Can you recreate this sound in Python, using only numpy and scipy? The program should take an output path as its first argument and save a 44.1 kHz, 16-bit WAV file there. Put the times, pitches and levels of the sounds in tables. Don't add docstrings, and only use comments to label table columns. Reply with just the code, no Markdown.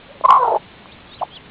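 import sys
import numpy as np
from scipy import signal
from scipy.fft import rfft, irfft
from scipy.io import wavfile
from scipy.ndimage import uniform_filter1d

SR = 44100
rng = np.random.default_rng(int(sys.argv[2]) if len(sys.argv) > 2 else 0)


def int16_out(signal):
    q = np.round(np.clip(np.atleast_2d(signal).T, -1, 1) * 32767)
    wavfile.write(sys.argv[1], SR, q.astype(np.int16))


N = 66150
TIME = np.arange(N) / SR
RECORDER_RATE_HZ = 8000


def from_db(db):
    return 10 ** (np.asarray(db) / 20)


def unit_rms(x):
    return x / np.sqrt(np.mean(x ** 2) + 1e-20)


def in_time(rows):
    times, *columns = np.transpose(rows)
    return [np.interp(TIME, np.sort(times), column) for column in columns]


def during(rows):
    return (TIME >= rows[0][0]) & (TIME <= rows[-1][0])


def butter(x, hz, kind, order=2):
    return signal.sosfilt(signal.butter(order, hz, kind, fs=SR, output="sos"), x + 1e-18)


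def drift(hz):
    return unit_rms(butter(rng.standard_normal(2 * N), hz, "low")[N:])


def tone(hz):
    return np.sqrt(2) * np.sin(2 * np.pi * np.cumsum(hz) / SR)


def note(rows, jitter):
    hz, db = in_time(rows)
    return from_db(db) * during(rows) * tone(hz * (1 + jitter * drift(200)))


# (frequency [Hz], relative spectral density [dB])
GARDEN_SPECTRUM = [(20, -6), (60, -1), (175, 0), (375, -4), (700, -7), (1030, -8), (1550, -10.5),
                   (3000, -11), (4000, -14)]


def garden():
    hz, db = np.transpose(GARDEN_SPECTRUM)
    bin_hz = np.maximum(np.arange(N // 2 + 1) * SR / N, 1)
    shape = from_db(np.interp(np.log(bin_hz), np.log(hz), db)) * (bin_hz < RECORDER_RATE_HZ / 2)
    hush = irfft(rfft(rng.standard_normal(N)) * shape, N)
    return from_db(-43.5) * unit_rms(hush)


# (time [s], frequency [Hz], level [dB])
MURMUR_CONTOUR = [(.08, 520, -56), (.11, 565, -38), (.128, 685, -53.5), (.155, 560, -45.5), (.18, 540, -52)]


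def murmur():
    return note(MURMUR_CONTOUR, jitter=0.025)


# (time [s], initial level before filtering [dB], frequency [Hz])
BEAK_IMPACTS = [(0.2097, -15.5, 600), (0.8564, -25, 1110)]


def pecks(t60_s=0.01):
    taps = np.zeros(N)
    for onset, db, hz in BEAK_IMPACTS:
        age = np.maximum(TIME - onset, 0)
        taps += from_db(db - 60 * age / t60_s) * np.sin(2 * np.pi * hz * age)
    return butter(butter(taps, 1390, "low", order=4), 280, "high")


def rasp(centre_hz, width_hz=260):
    centred = drift(width_hz) * tone(centre_hz)
    wandering = drift(width_hz) * tone(centre_hz + width_hz / 2 * drift(width_hz))
    return unit_rms(centred + wandering)


def throat(source):
    return butter(butter(source, 1422, "low", order=10), 370, "high", order=6)


# (time [s], frequency [Hz])
SQUAWK_FUNDAMENTAL = [(.237, 520.9), (.255, 529.9), (.283, 521.7), (.31, 523.2), (.345, 545.2), (.38, 521),
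                      (.41, 502.7), (.44, 481), (.47, 460.2), (.5, 434), (.56, 409.5), (.585, 385)]
# (time [s], level [dB])
SQUAWK_ENVELOPE = [(.2345, -42), (.2365, -19), (.241, -17), (.248, -8), (.26, -8), (.266, -47), (.276, -25),
                   (.286, -10.5), (.309, -5.5), (.318, -9), (.341, -9.5), (.372, -10.5), (.395, -17.5),
                   (.442, -14.5), (.471, -21), (.479, -10.5), (.487, -21.5), (.52, -15), (.555, -17.5),
                   (.564, -11.5), (.576, -31), (.59, -71)]
# (time [s], fundamental [dB], sidebands [dB],
# sideband swing with the flutter [dB], sideband spacing [Hz], rasp [dB], flutter depth [share of pitch])
SQUAWK_TIMBRE = [(.238, -17.5, -5.5, -7, 418.8, -2, 0.0075), (.256, -29.5, -19.5, 3, 382.6, -26, .005),
                 (.29, -26, -17.5, 8.5, 247.4, -13, 0.063), (.31, -31.5, -12.5, 6, 270.3, -20.5, 0.041),
                 (.365, -62, -11.5, 2, 277.4, -18.5, 0.054), (.395, -6, -16.5, -6.5, 301.9, -20.5, 0.026),
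                 (.425, -5.5, -26, -9.5, 258.8, -19.5, .025), (.447, -11.5, -7.5, 3.5, 207.3, -3, 0.05),
                 (.49, -8, -7, -1.5, 179.4, -14.5, 0.065), (.52, -22.5, 3, -7, 179.4, -1.5, 0.071),
                 (.57, -26.5, -4.5, -12, 159.7, -10.5, 0.056)]
# (time [s], rate [Hz])
SQUAWK_FLUTTER = [(.42, 56.7), (.44, 50)]


def squawk(jitter=0.016, shimmer_db=1.74, flutter_db=2.5):
    pitch, = in_time(SQUAWK_FUNDAMENTAL)
    level_db, = in_time(SQUAWK_ENVELOPE)
    fundamental_db, side_db, swing_db, spacing_hz, rasp_db, depth = in_time(SQUAWK_TIMBRE)
    flutter_hz, = in_time(SQUAWK_FLUTTER)
    sounding = during(SQUAWK_ENVELOPE)
    flutter = np.cos(2 * np.pi * np.cumsum(flutter_hz * sounding) / SR)
    hz = pitch * (1 + depth * flutter + jitter * drift(120))
    harmonics = tone(2 * hz) + from_db(fundamental_db) * (tone(hz) + from_db(-8) * tone(3 * hz))

    offset_hz = spacing_hz * (1 + 0.14 * drift(90))
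    side_gain = from_db(side_db + swing_db * flutter)
    near_sides = tone(2 * hz - offset_hz) - from_db(-12) * tone(2 * hz + offset_hz)
    far_side = side_gain * from_db(-10) * tone(2 * (hz - offset_hz))
    voice = harmonics + side_gain * (near_sides + far_side) + from_db(rasp_db) * rasp(1.8 * pitch)
    voice /= np.sqrt(uniform_filter1d(voice ** 2, int(0.009 * SR)) + 1e-9)

    effort = from_db(level_db - level_db.max())
    tremolo_db = flutter_db * np.sqrt(effort) * flutter
    envelope = from_db(level_db + tremolo_db + shimmer_db * drift(150)) * sounding
    air_hiss = unit_rms(butter(rng.standard_normal(N), 3160, "low", order=4))
    edge = from_db(-26) * air_hiss + from_db(-29) * tone(4 * hz)
    return throat(envelope * voice) + envelope * effort * edge


# (time [s], frequency [Hz], level [dB])
PEEP_CONTOURS = [
    [(.875, 2480, -64), (.89, 2415, -48), (.908, 2476, -51), (.922, 3600, -43), (.934, 3860, -51),
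     (.952, 3450, -54)],
    [(1.07, 3300, -53), (1.09, 3450, -56), (1.11, 3400, -49), (1.123, 3760, -42.5), (1.133, 3760, -45),
     (1.145, 3450, -56)],
    [(1.132, 2450, -42), (1.139, 3300, -45), (1.148, 4020, -40), (1.158, 4150, -62), (1.168, 3930, -45),
     (1.177, 3700, -74), (1.188, 3250, -44), (1.2, 2900, -43.5), (1.213, 2450, -73)],
    [(1.345, 3450, -58), (1.354, 3750, -48), (1.364, 4100, -49.5), (1.372, 3860, -58)],
    [(1.303, 2900, -53), (1.325, 3270, -44.5), (1.342, 3240, -40), (1.35, 3440, -45.5),
     (1.358, 3483, -38.5), (1.372, 3056, -36.5), (1.382, 2700, -46), (1.39, 2540, -59)],
]


def peeps():
    return sum(note(contour, jitter=0.014) for contour in PEEP_CONTOURS)


# (time [s], frequency [Hz], level [dB])
CLUCK_CONTOUR = [(1.211, 680, -31.5), (1.215, 643, -20), (1.219, 780, -18), (1.222, 1028, -23),
                 (1.2245, 1138, -23), (1.23, 876, -18), (1.234, 713, -13.5), (1.24, 763, -40.5),
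                 (1.252, 880, -36.5)]


def cluck():
    hz, db = in_time(CLUCK_CONTOUR)
    voice = note(CLUCK_CONTOUR, jitter=0.016)
    roughness = from_db(db - 18.5) * during(CLUCK_CONTOUR) * throat(rasp(hz))
    return voice + roughness


def scene(echo_delay_s=0.011, echo_db=-20):
    birds = murmur() + pecks() + squawk() + peeps() + cluck()
    wall_echo = from_db(echo_db) * np.interp(TIME - echo_delay_s, TIME, birds)
    return (garden() + birds + wall_echo)[None]


def record(dry, ceiling=0.96):
    rounded = dry / (1 + (dry / ceiling) ** 12) ** (1 / 12)
    mirrored = rounded * (1 + 2 * np.cos(2 * np.pi * RECORDER_RATE_HZ * TIME))
    dull = butter(mirrored, 3920, "low", order=12)
    return butter(dull, 4743, "low", order=20)


dry = scene()
out = record(dry)
int16_out(out)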